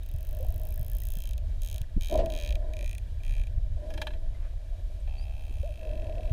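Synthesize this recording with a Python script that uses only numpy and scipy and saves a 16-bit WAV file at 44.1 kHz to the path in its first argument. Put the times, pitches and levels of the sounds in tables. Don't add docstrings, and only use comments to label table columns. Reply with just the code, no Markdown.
import sys
import numpy as np
from scipy import signal
from scipy.fft import rfft, irfft
from scipy.io import wavfile
from scipy.ndimage import uniform_filter1d

SR = 44100
rng = np.random.default_rng(int(sys.argv[2]) if len(sys.argv) > 2 else 0)


def file_out(sig):
    cols = np.atleast_2d(sig).T
    lim = np.clip(cols, -1, 1)
    pcm = np.round(lim * 32767).astype(np.int16)
    wavfile.write(sys.argv[1], SR, pcm)


def nominal_scale(level):
    x = np.asarray(level, float) / 20
    return 10 ** x


N = 278712


def rms_one(x):
    return x / np.sqrt(np.mean(x ** 2) + 1e-20)


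def in_time(rows):
    s, *columns = np.transpose(rows)
    return [np.interp(np.arange(N) / SR, s, column) for column in columns]


def resonance(x, hz, width_hz):
    r = np.exp(-np.pi * width_hz / SR)
    zeros = np.array([1, 0, -1]) * (1 - r * r) / 2
    poles = [1, -2 * r * np.cos(2 * np.pi * hz / SR), r * r]
    return signal.lfilter(zeros, poles, x + 1e-18)


def body(x, modes):
    return sum((-1) ** k * nominal_scale(db) * resonance(x, hz, width) for k, (hz, width, db) in enumerate(modes))


def coloured(spectrum, lifts=()):
    hz = np.maximum(np.arange(N // 2 + 1) * SR / N, 1)
    corner_hz, corner_db = np.transpose(spectrum)
    db = np.interp(np.log(hz), np.log(corner_hz), corner_db)
    db += sum(lift / (1 + (2 * (hz - centre) / width) ** 2) for centre, width, lift in lifts)
    return rms_one(irfft(rfft(rng.standard_normal(N)) * nominal_scale(db), N))


def drift(rate_hz):
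    r = np.exp(-2 * np.pi * rate_hz / SR)
    noise = rng.standard_normal(N + SR)
    return rms_one(signal.lfilter([1], [1, -2 * r, r * r], noise)[SR:])


def lumpy(rate_hz, lump_db):
    return rng.standard_normal(N) * nominal_scale(lump_db * drift(rate_hz))


def impulses(times, sizes):
    out = np.zeros(N)
    at = np.round(np.asarray(times) * SR).astype(int)
    np.add.at(out, np.clip(at, 0, N - 1), sizes)
    return out


def glide(rows):
    hz, db, *rest = in_time(rows)
    t = np.arange(N) / SR
    sounding = (t > rows[0][0]) * (t < rows[-1][0])
    return 2 * np.pi * np.cumsum(hz) / SR, np.sqrt(2) * nominal_scale(db) * sounding, rest


def flow_rumble():
    # (time [s], level [dB])
    flow_level = [(0.0, -32), (0.53, -28.5), (0.65, -25), (1.2, -30.5), (1.46, -27), (1.94, -34),
                  (1.97, -23.5), (2.04, -31.5), (2.2, -26), (2.32, -30.5), (3.71, -28), (4.03, -34),
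                  (5.63, -31.5), (6.32, -30)]
    # (frequency [Hz], density [dB per Hz])
    rumble_spectrum = [(8.8, -30), (15, 2), (32, 2.5), (65, -4), (106, -13.5), (140, -34), (200, -36),
                       (260, -46.5), (440, -120)]
    return nominal_scale(in_time(flow_level)[0] + 1.46 * drift(2.6)) * coloured(rumble_spectrum)


def surge_db():
    # (start [s], rise [s], hold [s], release [s], cavity note level [dB])
    surges = [
        (0.09, 0.24, 0.37, .6, -54.5),
        (2.095, 0.029, 0.091, 0.2, -28),
        (2.2, 0.092, 0.543, 0.037, -47.5),
        (3.742, 0.088, 0.19, 0.39, -44.5),
        (5.729, 0.12, .6, .1, -44.5),
    ]
    t = np.arange(N) / SR
    calm_db, swing_db = -62, 20.5
    power = 0
    for start, rise, hold, release, db in surges:
        corners_s = np.cumsum([start, 0, rise, hold, release, .3])
        shape_db = np.interp(t, corners_s, [-60, -swing_db, 0, 0, -swing_db, -60])
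        power = power + nominal_scale(db - calm_db + shape_db) ** 2
    return 10 * np.log10(1 + power)


def sea_hiss():
    # (frequency [Hz], density [dB per Hz])
    hiss_spectrum = [(530, 9), (900, 2.5), (1460, -5.5), (1640, -13), (2890, -1), (3820, -2), (7680, -9.5),
                     (13200, -12.5), (15300, -13), (16000, -35)]
    # (frequency [Hz], width [Hz], lift [dB])
    hiss_lifts = [(1627, 46, 14.5), (2340, 240, 9.5), (3240, 260, 4), (3830, 87, 6.5), (6660, 300, 2),
                  (9500, 130, 6)]
    level_db = -62.5 + 0.079 * surge_db() + 0.86 * drift(2.8)
    return nominal_scale(level_db) * coloured(hiss_spectrum, hiss_lifts)


def wash():
    # (frequency [Hz], width [Hz], level [dB])
    cavity_modes = [(625, 84, -27.5), (720, 110, -44)]
    # (time [s], frequency [Hz])
    cavity_pitch = [(0.0, 627), (2.1, 597), (2.2, 625), (2.27, 665), (2.4, 610.5), (2.85, 609), (3.8, 630),
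                    (4.2, 625), (5.8, 625), (6.0, 625), (6.3, 611)]
    # (frequency [Hz], width [Hz], level [dB])
    second_mode = (991, 30, -23.5)
    # (frequency [Hz], width [Hz], level [dB])
    gurgle_modes = [(156, 48, 9.5), (337, 93, 5), (484, 450, -36)]
    # (frequency [Hz], width [Hz], level [dB])
    fizz_modes = [(1505, 260, -1), (1718, 120, 4), (1945, 140, -1.5)]
    lift_db = surge_db()
    note_db = -62 + lift_db
    gurgle_db = -70 + 0.95 * lift_db
    fizz_db = -70.5 + 0.32 * lift_db

    breath = body(lumpy(25.0, 2.9), cavity_modes)
    breathy = rms_one(resonance(resonance(breath, 453, 206), 632, 360))
    waver_hz = in_time(cavity_pitch)[0] + 22 * drift(30)
    sung = np.sqrt(2) * np.sin(2 * np.pi * np.cumsum(waver_hz) / SR) * nominal_scale(2.2 * drift(25))
    sung_share = np.clip(np.minimum((note_db + 57) / 10, (-21 - note_db) / 20), 0, .6)
    note = np.sqrt(sung_share) * sung + np.sqrt(1 - sung_share) * breathy
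    hz, width, db = second_mode
    note += nominal_scale(db) * rms_one(resonance(resonance(lumpy(25.0, 0.58), hz, width), hz, 3 * width))

    gurgle = body(lumpy(19.5, 2.06), gurgle_modes)
    gurgle = rms_one(resonance(resonance(gurgle, 213, 520), 213, 520))
    fizz = rms_one(resonance(body(lumpy(38.0, 2.5), fizz_modes), 1770, 670))
    return nominal_scale(note_db) * note + nominal_scale(gurgle_db) * gurgle + nominal_scale(fizz_db - 3.0) * fizz


def bubbles():
    # (time [s], frequency [Hz], level [dB])
    large_bubble = [(5.63, 540, -75), (5.634, 545, -38), (5.645, 575, -40), (5.66, 660, -44),
                    (5.675, 700, -51), (5.692, 620, -44), (5.71, 580, -48), (5.73, 630, -54),
                    (5.75, 600, -65)]
    # (time [s], peak level [dB], frequency [Hz], 60 dB decay [s])
    small_bubbles = [(.024, -48.5, 3700, 0.027), (.096, -50.5, 3720, 0.031), (0.539, -53, 3920, .03),
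                     (.4, -36.5, 519, 0.16), (.425, -39, 599, 0.069), (.448, -38.5, 730, 0.034),
                     (.72, -52, 2370, 0.044), (.775, -51, 1700, 0.029), (.922, -51.5, 1740, 0.046),
                     (1.022, -52, 1935, .05), (3.203, -48.5, 2400, 0.032), (1.172, -56, 1680, .03),
                     (4.345, -56.5, 2050, 0.094), (5.0, -57, 8200, 0.03), (2.097, -34.5, 584, 0.11),
                     (2.152, -16, 615, 0.056), (2.19, -18, 593, 0.051)]
    phase, size, _ = glide(large_bubble)
    out = size * np.sin(phase)
    t = np.arange(SR // 5) / SR
    for s, db, hz, t60 in small_bubbles:
        at = round(s * SR)
        envelope = nominal_scale(db - 60 * t / t60) * (1 - np.exp(-t / 0.0011))
        out[at:at + len(t)] += envelope * np.sin(2 * np.pi * hz * t * (1 + 0.22 * t))
    return out


def click_times(pace):
    s, per_s = np.transpose(pace)
    t = np.arange(s[0], s[-1], 1 / SR)
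    done = np.cumsum(np.interp(t, s, per_s)) / SR
    whole = round(done[-1])
    return np.interp(np.arange(whole + 1) * done[-1] / whole, done, t)


def sonar():
    # (time [s], rate [clicks per s])
    paces = [
        [(0.0333, 18.3), (0.04, 35.5), (0.3, 51.5), (0.36, 50.2), (0.67, 55.8), (0.8, 57.1), (1.19, 60.2),
         (1.3, 54.5), (1.3793, 8.9)],
        [(1.6196, 73.3), (1.65, 68.2), (1.67, 82.8), (1.76, 56.9), (1.816, 16.2)],
        [(2.01, 85.3), (2.14, 67.8), (2.1763, 44.6)],
        [(2.2599, 6.8), (2.33, 64.4), (2.35, 79.5), (2.42, 85.4), (2.51, 59.2), (2.5547, 20.9)],
        [(2.7359, 24.7), (2.81, 56.7), (2.86, 60.7), (2.93, 54.9), (2.9822, 22.0)],
        [(3.235, 65.7), (3.36, 71.0), (3.41, 56.1), (3.4706, 18.9)],
        [(5.0763, 22.0), (5.09, 67.5), (5.3, 71.8), (5.67, 65.3), (5.84, 49.7), (5.97, 47.5), (6.13, 33.2),
         (6.23, 41.0), (6.2966, 53.2)],
    ]
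    # (surface echo [dB], sand echo lag [ms], sand echo [dB])
    train_echoes = [
        (-3.5, 3.5, -1),
        (-12, 5.2, -11),
        (-1.5, 6, -8),
        (-8.5, 4.0, -0.5),
        (-11, 2, -1.5),
        (-8, 4.7, -3),
        (-6.5, 3.85, -10),
    ]
    # (time [s], bright snap [dB], hollow ring [dB])
    beam = [(0.034, -52, -58), (.39, -50, -57.5), (.83, -49, -61.5), (1.1, -43, -54), (1.38, -47, -49),
            (1.62, -43, -50.5), (1.76, -43, -46.5), (2.01, -43.5, -44.5), (2.26, -44.5, -45),
            (2.555, -48.5, -43.5), (2.736, -50.5, -49), (2.98, -45.5, -46), (3.235, -52, -49.5),
            (3.471, -55.5, -51), (5.077, -71, -53.5), (5.55, -57.5, -56), (5.95, -62, -51.5),
            (6.298, -67, -51.5)]
    # (time [s], facing the camera [0-1], distance [0-1], surface echo lag [ms], low thud [dB])
    pose = [(0.0, 0.6, 0.54, 0.59, -20), (.5, 0.65, 0.41, 0.59, -12), (.8, 0.68, 0.06, 0.65, -3),
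            (1.38, 0.38, 0.04, 1.27, -21), (1.82, 0.35, 0.22, 1.54, -14), (2.26, 0.31, 0.01, 1.42, -22),
            (2.73, 0.1, 0.2, 1.44, -36), (2.99, 0, 0.85, 1.3, -20), (3.35, 0.05, 0.62, 1.425, -10)]
    pose = pose + [(5.07, .1, .95, 1.73, 0), (5.5, .1, .95, 1.73, -3), (5.75, .1, .95, 1.73, -14),
                   (6.3, .1, .95, 1.63, -18)]
    # (frequency [Hz], width [Hz], level [dB])
    thud_modes = [(730, 162, 6), (812, 205, 3)]
    # (frequency [Hz], width [Hz], head-on [dB], side-on [dB], far [dB])
    hollow_modes = [(1700, 170.6, -22, -4.5, -8.5), (1925, 120, -43, 6.5, -11), (2394, 97, -24, 10.5, -2.5),
                    (2663, 118, -11, 1.5, 1), (3205, 170, 3, 1, -4), (3887, 230, -2.5, 2.5, -10.5),
                    (4510, 910, -8, -5.5, -17)]
    # (frequency [Hz], width [Hz], head-on [dB], side-on [dB], far [dB])
    bright_modes = [(5140, 76, 1, -14, -7), (6536, 373, -9.5, 6, -5.5), (8120, 320, -7, -3.5, -5.5),
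                    (9260, 360, -10.5, -0.5, 0), (10010, 480, 2.5, -4, -2.5), (11900, 220, -19, 1.5, -10),
                    (12600, 390, 13.5, -10, -6), (14460, 1970, 6.5, -8.5, -2.5), (14800, 530, -12, 5, -24)]

    trains = [click_times(pace) for pace in paces]
    s = np.concatenate(trains)
    echo_db, sand_ms, sand_db = np.repeat(train_echoes, [len(train) for train in trains], axis=0).T

    def at_clicks(rows):
        row_s, *columns = np.transpose(rows)
        return [np.interp(s, row_s, column) for column in columns]

    facing, far, lag_ms, thud_db = at_clicks(pose)
    bright_db, hollow_db = at_clicks(beam)
    out = body(impulses(s - .002, nominal_scale(hollow_db + thud_db + 39.0)), thud_modes)
    for modes, level_db in ((bright_modes, bright_db + 29), (hollow_modes, hollow_db + 34.5)):
        for k, (hz, width, head_db, side_db, far_db) in enumerate(modes):
            sweep_s = far ** 8 * .003 * np.log2(min(hz, 3400) / 2700)
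            at = s - .0009 * far ** 2 + sweep_s
            near_db = facing * head_db + (1 - facing) * side_db
            scatter_db = level_db + rng.normal(0, 1.0, len(s))
            size = nominal_scale(scatter_db + (1.5 - far) * near_db + far * far_db)
            echo_loss_db = -6.0 * np.log2(max(hz, 2200) / 2400)
            clicks = impulses(at, size)
            clicks -= impulses(at + lag_ms / 1000, size * nominal_scale(echo_db + echo_loss_db))
            if hz < 5000:
                sand_loss_db = 6.4 * abs(np.log2(hz / 2600))
                sand_size = nominal_scale(scatter_db + far_db + sand_db - sand_loss_db)
                clicks += impulses(at + sand_ms / 1000, sand_size)
            out += (-1) ** k * resonance(clicks, hz, width)
    return out


def thumps():
    # (time [s], peak level [dB], width [s])
    slaps = [(0.148, -21.5, 0.0031), (0.802, -21, 0.003), (1.172, -31.5, 0.0018), (1.514, -39, 0.002),
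             (1.817, -24.5, 0.0029), (1.963, -26, 0.0065), (1.968, -21.5, 0.00148), (1.978, -25.5, 0.0011),
             (2.183, -16.5, 0.0051), (5.511, -40.5, 0.0008), (3.581, -21.5, 0.0034), (5.607, -18.5, 0.0044),
             (6.315, -17, 0.003)]
    t = np.arange(N) / SR
    out = np.zeros(N)
    for s, db, width in slaps:
        u = (t - s) / width
        out += nominal_scale(db) * (1 - u ** 2) * np.exp(-u ** 2 / 2)
    return out


def sprays():
    # (time [s], spread [s], level [dB], centre [Hz], width [Hz])
    clouds = [
        (2.196, 0.012, -56, 2800, 5600),
        (2.19, 0.042, -55, 2000, 2600),
        (4.44, 0.063, -64.5, 990, 1700),
        (0.64, 0.086, -60, 620, 240),
    ]
    t = np.arange(N) / SR
    out = np.zeros(N)
    for s, spread, db, hz, width in clouds:
        swell = nominal_scale(db + 3.4 * drift(53.0)) * np.exp(-((t - s) / spread) ** 2 / 2)
        out += swell * rms_one(resonance(resonance(rng.standard_normal(N), hz, width), hz, width))
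    return out


def rattle(pulses, tail_s):
    onset = signal.lfilter([.03], [1, -.97], pulses)
    envelope = signal.lfilter([1], [1, -np.exp(-1 / (tail_s * SR))], onset)
    return envelope * rng.standard_normal(N)


def knocks():
    # (time [s], peak level [dB], bright part [dB])
    jaw_knocks = [
        (3.902, -44, -13),
        (3.9376, -41.5, -11),
        (3.975, -34.5, -19.5),
        (4.0154, -25, -19),
        (4.0684, -28, -23),
        (4.104, -42.5, -28),
        (4.134, -44.5, -25),
        (5.076, -50, -24),
    ]
    # (frequency [Hz], width [Hz], level [dB])
    knock_modes = [(867, 130, -4), (1700, 69, 2.5), (2400, 75, -1.5), (2670, 67, -3), (3190, 144, -2.5),
                   (4050, 152, -6.5), (4840, 840, -11.5), (6600, 620, -12), (9100, 1200, -17),
                   (13300, 2700, -23.5)]
    s, db, bright_db = np.transpose(jaw_knocks)
    low_modes = [mode for mode in knock_modes if mode[0] < 4500]
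    high_modes = [mode for mode in knock_modes if mode[0] >= 4500]
    low = body(rattle(impulses(s, nominal_scale(db + 12.0)), 0.0072), low_modes)
    high = body(rattle(impulses(s, nominal_scale(db + bright_db + 24.5)), 0.0061), high_modes)
    return low + high


def whistle():
    # (time [s], frequency [Hz], level [dB], overtone [dB])
    contour = [(5.165, 4630, -80, -20), (5.172, 4530, -70, -12), (5.19, 4570, -53.5, -24),
               (5.21, 4800, -68, -8), (5.235, 4820, -60, -10), (5.25, 5270, -77, -7),
               (5.256, 5250, -85, -4)]
    phase, size, (overtone_db,) = glide(contour)
    return size * (np.sin(phase) + nominal_scale(overtone_db) * np.sin(2 * phase))


def scene():
    water = flow_rumble() + sea_hiss() + wash() + bubbles() + thumps() + sprays()
    dolphins = sonar() + knocks() + whistle()
    return (water + dolphins)[None]


def band_limit(x):
    return signal.sosfilt(signal.butter(12, 16490, fs=SR, output="sos"), x)


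def record(dry):
    # (low [Hz], high [Hz], needed level over the band's quiet level [dB])
    top_bands = [(12800, 13300, -2.5), (13300, 13800, -2), (13800, 14300, -1.5), (14300, 14800, -1),
                 (14800, 15300, 0), (15300, 15900, 8), (15900, 17000, 22)]
    rolled = signal.sosfilt(signal.butter(14, 15900, fs=SR, output="sos"), dry)
    hz = np.arange(N // 2 + 1) * SR / N
    spare_db = 2 * drift(6)
    for low, high, need_db in top_bands:
        band = irfft(rfft(rolled) * (hz >= low) * (hz < high), N)
        level_db = 10 * np.log10(uniform_filter1d(band ** 2, size=1024) + 1e-14)
        threshold_db = np.percentile(level_db, 30) + need_db
        faint = level_db + spare_db + 1.5 * drift(15) < threshold_db
        rolled = rolled - .85 * uniform_filter1d(faint * 1., size=256) * band
    return band_limit(rolled)


dry = scene()
out = record(dry)
file_out(out)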